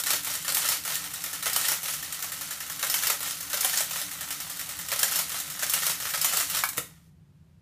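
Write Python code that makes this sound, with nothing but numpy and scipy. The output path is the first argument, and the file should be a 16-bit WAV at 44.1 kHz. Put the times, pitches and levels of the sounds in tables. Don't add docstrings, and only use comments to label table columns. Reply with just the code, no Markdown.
import sys
import numpy as np
from scipy import signal
from scipy.fft import rfft, irfft, next_fast_len
from scipy.io import wavfile

SR = 44100
rng = np.random.default_rng(int(sys.argv[2]) if len(sys.argv) > 2 else 0)


def wrap_up_sound(samples):
    columns = np.atleast_2d(samples).T
    tamed = np.clip(columns, -1, 1)
    steps = np.round(tamed * 32767).astype(np.int16)
    wavfile.write(sys.argv[1], SR, steps)


def gain_from_db(level_db):
    decades = np.asarray(level_db, float) / 20
    return 10 ** decades


N = 335733

# time in seconds, effort in dB.
LIFTS = [(.4794, 0), (1.4572, 0), (2.827, 0), (3.5305, 0), (4.9169, -0.5), (5.6239, -1), (6.1368, -1)]
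PAWLS = [(.548, 2.5), (1.5324, -1.5), (2.8969, .6), (3.6069, .6), (4.9898, -1), (5.694, 1), (6.2121, 1)]
LOCKS = [
    (-.014, 5),
    (.5689, -2),
    (1.5614, -.6),
    (2.9404, -1),
    (3.6459, 0),
    (5.03, 1.5),
    (5.736, 0),
    (6.2448, 1),
]
RELEASES = [(.1037, 0.23), (.6873, 0.11), (1.6835, -0.67), (3.0689, -0.13), (3.7734, -0.39),
            (5.1572, -0.33), (5.8656, -0.11), (6.3702, 0)]
RESUMES = [(.2458, 2), (.8496, 2), (1.8308, 0.22), (3.2047, -0.2), (3.909, 0), (5.2939, -1.01),
           (6.0003, 0.099)]
# time in seconds, effort in dB, cam on its bracket in dB.
TURNS = [(0.4465, 1, -36.5), (1.04, -0.5, -34.5), (1.1368, 0.5, -31.5), (1.239, 4, -34.5), (1.3304, 1, -34),
         (1.4254, 2, -30), (2.0257, -0.5, -32), (2.1239, 1, -36.5), (2.2243, 3.5, -38), (2.3184, 1, -35.5),
         (2.4097, 0.5, -33.5), (2.5074, 1.5, -33.5), (2.603, -0.5, -33.5), (2.6974, 1, -36.5),
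         (2.793, 0.5, -36.5), (3.4055, -1, -39), (3.4993, 0.5, -36), (4.112, -1.5, -41.5),
         (4.208, 0.5, -38), (4.3053, 3.5, -34), (4.4016, -1, -40.5), (4.4971, -0.5, -39), (4.593, 1.5, -37),
         (4.6898, -0.5, -46.5), (4.789, -0.5, -40), (4.8847, 1, -43.5), (5.5001, -0.5, -42),
         (5.592, 2, -35)]


def evened(x):
    return x / np.sqrt(np.mean(x ** 2) + 1e-20)


def read(points, hz):
    point_hz, value = np.transpose(points)
    return np.interp(np.log(hz + 1), np.log(point_hz + 1), value)


def curve(rows):
    s, *columns = np.transpose(rows)
    return [np.interp(np.arange(N) / SR, s, column, left=-120, right=-120) for column in columns]


def add(mix, s, sound):
    at = round(s * SR)
    part = sound[max(-at, 0):]
    mix[max(at, 0):][:len(part)] += part


def colour(points):
    gain_db = np.maximum(read(points, abs(np.fft.fftfreq(4096, 1 / SR))), -100)
    log_gain = np.log(gain_from_db(gain_db))
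    taps = np.fft.ifft(np.exp(np.conj(signal.hilbert(log_gain)))).real[:2048]
    return taps / np.linalg.norm(taps)


def resonate(x, hz, width_hz):
    turn = np.exp(2j * np.pi * hz * np.arange(len(x)) / SR)
    pole = np.exp(-np.pi * width_hz / SR)
    return 2 * (turn * signal.lfilter([1 - pole], [1, -pole], x / turn)).real


def ticks(size, per_s, spread_db):
    when, sign, luck = rng.random((size, 3)).T
    strength = gain_from_db(-spread_db * np.log(luck + 0.0077))
    return evened((when < per_s / SR) * np.sign(sign - .5) * strength)


def rumble():
    # frequency in Hz, level in dB per Hz.
    spectrum = [(15, -51.5), (30, -28), (59, -22), (70, -10.5), (97, -11.5), (127, -16.5), (145, -8.5),
                (166, -7), (185, -14.5), (212, -26), (242, -26.5), (326, -29.5), (476, -37.5),
                (14400, -56.5), (16000, -72.5)]
    gain = gain_from_db(read(spectrum, np.fft.rfftfreq(N, 1 / SR)))
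    noise = irfft(rfft(rng.standard_normal(N)) * gain, N)
    return gain_from_db(-56.5) * evened(noise)


def motor():
    # time in seconds, line in dB, case drone in dB.
    levels = [
        (0, -58, -60.5),
        (2.5, -61.5, -62.5),
        (5, -61, -59),
        (6.75, -59.5, -58.5),
        (6.95, -72.5, -73.5),
    ]
    line_db, drone_db = curve(levels)
    shake = rng.standard_normal((N, 2)).T
    line = evened(resonate(resonate(shake[0], 288, 14), 293, 30))
    drone = evened(resonate(resonate(shake[1], 170, 60), 152, 110))
    return gain_from_db(line_db - 1.8) * line + gain_from_db(drone_db) * drone


def room(x, count=4):
    # frequency in Hz, t60 in seconds.
    decay = [(250, 0.28), (700, 0.2386), (1800, 0.242), (4600, 0.2854), (12000, 0.268)]
    out = np.zeros(N)
    wander = 2 * np.pi * 23.5 * np.arange(N) / SR
    for k in range(count):
        taps = np.zeros(SR // 2)
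        at = np.arange(120, len(taps) - 12, 12)
        taps[at + rng.integers(0, 12, len(at))] = rng.choice([-1., 1.], len(at))
        hz, t, z = signal.stft(taps, SR, nperseg=256)
        fading = z * gain_from_db(-60 * t / read(decay, hz)[:, None])
        tail = signal.istft(fading, SR, nperseg=256)[1]
        share = np.sqrt(2 / count) * np.cos(wander + np.pi * k / count)
        out += signal.fftconvolve(x * share, tail / np.linalg.norm(tail))[:N]
    return out


def struck(modes, rise_ms):
    t = np.arange(5000) / SR
    ring = sum(gain_from_db(db - 60 * t / t60) * np.sin(2 * np.pi * (hz * t + rng.random())) for hz, db, t60 in modes)
    ring *= np.minimum(t * 1000 / rise_ms, 1)
    return ring / abs(ring).max()


def knocks():
    # frequency in Hz, level in dB, t60 in seconds.
    bracket = [(1787, 0.5, 0.044), (1399, -5, 0.035)]
    carriage = [(573, -3, .04), (1000, -5, .03), (1284.5, -1.5, .03), (1575, 1.5, .03), (1769, -1.5, .03)]
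    pawl_arm = [(4566, -4, .018), (5285, -0.5, .025), (6330, -6, .018), (10300, -4.5, .015)]
    detent = [(759, -9, .025), (971.5, -6, .025), (1642, -3, .02), (2158, -1, .022), (2981, 1.5, .025),
              (12210, -4, .01)]
    housing = [(346.8, -9.5, 0.034), (632, -5.5, .04), (921.2, 1, 0.033), (1369, 1.5, 0.038)]
    clutch = [(648, -15, 0.027), (920, -4.5, 0.028), (1092, -1, 0.0346), (1313, -2, 0.026),
              (1524, -1, 0.036), (1677, 0, .04), (2282, 0.5, 0.035)]
    desk = [(141.6, -2, .1), (299.8, -5, 0.097), (474.4, -4, 0.067)]
    hits = [(s + .003, cam_db - .7, bracket) for s, _, cam_db in TURNS]
    for events, delay_s, part_db, part in [
            (RESUMES, .107, -37, bracket),
            (LIFTS, .006, -25, carriage),
            (PAWLS, .001, -21, pawl_arm),
            (LOCKS, .001, -19, detent),
            (RELEASES, -.038, -30, bracket),
            (RELEASES, .001, -21, pawl_arm),
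            (RELEASES, .002, -31, housing),
            (RELEASES, .032, -28, housing)]:
        hits += [(s + delay_s, part_db + effort_db, part) for s, effort_db in events]
    out = np.zeros(N)
    for s, db, part in hits:
        shifted = [(hz * rng.uniform(0.96, 1.04), mode_db + rng.normal(0, 2.2), t60)
                   for hz, mode_db, t60 in part]
        add(out, s, gain_from_db(db) * struck(shifted, rise_ms=2.16))
    add(out, 6.6362, gain_from_db(-13) * struck(clutch, rise_ms=.8))
    add(out, 6.777, gain_from_db(-31) * struck(desk, rise_ms=3.5))
    return out


def gears():
    # time in seconds, tooth rattle in dB, load on the frame in relative dB.
    coast = [
        (6.47, -39.5, -11),
        (6.57, -26.5, -2.5),
        (6.62, -34, -3.5),
        (6.7, -48, -9),
        (6.76, -43, -3.5),
        (6.8, -58.5, -8.5),
        (6.88, -56, 1.5),
        (7.0, -65.5, 0.5),
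        (7.1, -69, -6),
    ]
    # (delay in seconds, rise in seconds, top in dB, hold in seconds, drift in dB,
    # fall in dB per second), load on the frame in dB.
    lift_gears = (-.012, 0.14, -27.5, .07, -5.5, 300), -5.5
    lock_gears = (-.003, -0.17, -29.5, .046, -3.5, 290), -4.5
    release_gears = (-.056, .022, -29, .077, 2.5, 200), -6
    resume_gears = (-.008, 0.0261, -33.5, 0.0639, 2.5, 109), -7
    turn_gears = (-.008, .014, -36.5, .04, -3, 170), -5
    coast_db, coast_load_db = curve(coast)
    idle = gain_from_db(2 * -42.2) * (np.arange(N) < coast[1][0] * SR)
    levers = idle + gain_from_db(2 * coast_db)
    frame = idle * gain_from_db(2 * -3) + gain_from_db(2 * (coast_db + coast_load_db))
    t = np.arange(SR // 2) / SR
    for events, (shape, load_db) in [(LIFTS, lift_gears), (LOCKS, lock_gears), (RELEASES, release_gears),
                                     (RESUMES, resume_gears), (TURNS, turn_gears)]:
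        delay_s, rise_s, top_db, hold_s, drift_db, fall_db_per_s = shape
        level_db = top_db + drift_db * np.clip((t - rise_s) / hold_s, 0, 1)
        level_db -= fall_db_per_s * np.maximum(t - rise_s - hold_s, 0)
        power = gain_from_db(2 * level_db) * np.minimum(t / rise_s, 1) ** 2
        for s, effort_db, *_ in events:
            add(levers, s + delay_s, power * gain_from_db(effort_db))
            add(frame, s + delay_s, power * gain_from_db(effort_db + 2 * load_db))
    return np.sqrt(levers), np.sqrt(frame)


def blows():
    # delay in seconds, peak in dB, weight reaching the frame in dB,
    # length of the chatter in ms, thinness 0-1.
    lift = [
        (0, -15.5, -10.5, 9.4, 0),
        (.009, -15.5, -10, 10, 0.3),
        (.018, -17.5, -11.5, 8, .2),
        (.041, -17, -14, 8.3, 0.3),
    ]
    pawl = [
        (0.00067, -12, -23.5, 10, .8),
    ]
    lock = [
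        (0, -8.5, -15, 11, .6),
        (.05, -18.5, -17.5, 9, .2),
    ]
    release = [
        (-.044, -19, -14, 11, 0.31),
        (-.035, -16, -13, 11, .3),
        (-.009, -19, -18, 5, 0.41),
        (0, -10, -18, 10.8, 0.58),
        (.031, -14, -14, 14, .4),
        (.052, -24, -14.5, 9, .2),
    ]
    resume = [
        (-.0125, -25.5, -20, 6, .5),
        (0, -19.5, -15, 14, .6),
        (.024, -21.5, -10, 9, .3),
        (.052, -22, -7, 11, .2),
        (.07, -23.5, -12, 9, .3),
        (.092, -22, -20, 9, .4),
        (.105, -19, -19, 11, .4),
    ]
    turn = [
        (-.032, -31, -14, 9, .3),
        (-.021, -29, -14, 7, 0.48),
        (0, -21.5, -16, 13, .5),
        (.021, -26.5, -14, 9, .3),
    ]
    # time in seconds, then as in the volleys.
    last_blows = [(6.4857, -26.5, -17.5, 11.7, 0.29), (6.4988, -17.5, -15, 12, 0.29),
                  (6.511, -21, -12.5, 6, 0.28), (6.547, -13, -13.5, 8.7, 0.37), (6.57, -19.5, -8.5, 11, .1),
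                  (6.5893, -18, -16, 12, .2), (6.6368, -12.5, -21, 8.7, .3), (6.6518, -18.5, -16.5, 8, .8),
                  (6.6888, -15, -28.5, 7.9, .7), (6.7315, -23, -16, 4, .3), (6.766, -27, -12, 9, 0.79),
                  (6.772, -18.5, -14.5, 9, .7), (6.779, -12, -11, 7, 0.27), (6.785, -25, -10, 6.4, 0.34)]
    uneven_db, uneven_s = 1.2, .0012
    rows = []
    for events, volley in [(LIFTS, lift), (PAWLS, pawl), (LOCKS, lock), (RELEASES, release),
                           (RESUMES, resume), (TURNS, turn)]:
        for s, effort_db, *_ in events:
            luck = np.clip(rng.standard_normal((len(volley), 3)), -2, 2)
            for (delay_s, db, weight_db, ms, thin), (late, hard, heavy) in zip(volley, luck):
                varies = delay_s != 0
                rows.append((s + delay_s + uneven_s * late * varies,
                             db + effort_db + uneven_db * hard * varies,
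                             weight_db + uneven_db * heavy, ms, thin))
    return rows + last_blows


def contacts(count=16):
    rattle, load = gears()
    on_levers = rattle * gain_from_db(-3.4) * ticks(N, per_s=4500, spread_db=3.0)
    on_frame = load * gain_from_db(-7.5) * ticks(N, per_s=2500, spread_db=5.5)
    t_ms = np.arange(2000) / SR * 1000
    for s, db, weight_db, ms, thin in blows():
        shape = 0.349 * np.exp(-t_ms / 1.28) + 0.5355 * np.exp(-t_ms / max(ms, .5))
        shape *= np.minimum(t_ms / .85, 1)
        chatter = ticks(len(t_ms), per_s=9000, spread_db=1.0)
        chatter = evened(signal.lfilter([1, -thin], 1, chatter))
        add(on_levers, s, gain_from_db(db - 3.1) * shape * chatter)
        add(on_frame, s, gain_from_db(db + weight_db) * shape * ticks(len(t_ms), per_s=4000, spread_db=1.5))
    lever_hit = rng.integers(0, count, N // 40 + 1).repeat(40)[:N]
    return on_levers * (lever_hit == np.arange(count)[:, None]), on_frame


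def lever(t60, ring_db, count=60):
    t = np.arange(500) / SR
    place, phase, life = rng.random((count, 3, 1)).transpose(1, 0, 2)
    hz = 1200 + 15500 * (np.arange(count)[:, None] + place) / count
    modes = np.sin(2 * np.pi * (hz * t + phase)) * gain_from_db(-60 * t / (t60 * (0.48 + life)))
    ring = modes.sum(0)
    ring *= gain_from_db(ring_db) / np.linalg.norm(ring)
    ring[0] += 1
    return ring / np.linalg.norm(ring)


def mechanism():
    # frequency in Hz, level in dB per Hz.
    steel_colour = [(880, -24), (1500, -3), (1840, -4.5), (2630, -1.2), (4310, -2), (5290, -1),
                    (6870, -0.5), (13000, -3), (15200, -5)]
    # frequency in Hz, level in dB per Hz.
    frame_body = [(220, -48), (380, -13.5), (453, -5.5), (645, -4), (806, -4), (1320, 1), (1840, 0),
                  (3500, -2.5), (4550, -31.5), (7700, -120)]
    # frequency in Hz, width in Hz, level in dB.
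    frame_modes = [(655, 50, -29), (1138, 60, -7), (1300, 90, 7), (1421, 70, -22.5), (1795, 90, 13),
                   (1944, 89, -3)]
    # frequency in Hz, width in Hz, level in dB.
    spring = (13520, 90, -26)
    on_lever, on_frame = contacts()
    steel = sum(signal.oaconvolve(force, lever(t60=0.0076, ring_db=-2.0))[:N] for force in on_lever)
    steel = signal.oaconvolve(steel, colour(steel_colour))[:N]
    spring_hz, spring_width_hz, spring_db = spring
    steel = steel + gain_from_db(spring_db + 21) * resonate(steel, spring_hz, spring_width_hz)
    click = np.eye(1, 6000)[0]
    modes = sum(gain_from_db(db) * resonate(click, hz, width_hz) for hz, width_hz, db in frame_modes)
    frame = colour(frame_body) + gain_from_db(-5) * (modes / np.linalg.norm(modes))[:2048]
    return steel + signal.oaconvolve(on_frame, frame / np.linalg.norm(frame))[:N]


def scene():
    machine = mechanism() + knocks()
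    mix = machine + gain_from_db(-4.0) * room(machine) + gain_from_db(0.6) * motor() + rumble()
    return mix[None]


def roll_off(x):
    return signal.sosfilt(signal.butter(12, 16520, fs=SR, output="sos"), x)


def record(dry):
    # frequency in Hz, gain in dB.
    top_edge = [(15240, 0), (15320, -24), (16000, -52), (16600, -75)]
    size = next_fast_len(N + SR // 2)
    gain = gain_from_db(read(top_edge, np.fft.rfftfreq(size, 1 / SR)))
    limited = irfft(rfft(dry, size) * gain, size)[:, :N]
    return roll_off(limited)


dry = scene()
out = record(dry)
wrap_up_sound(out)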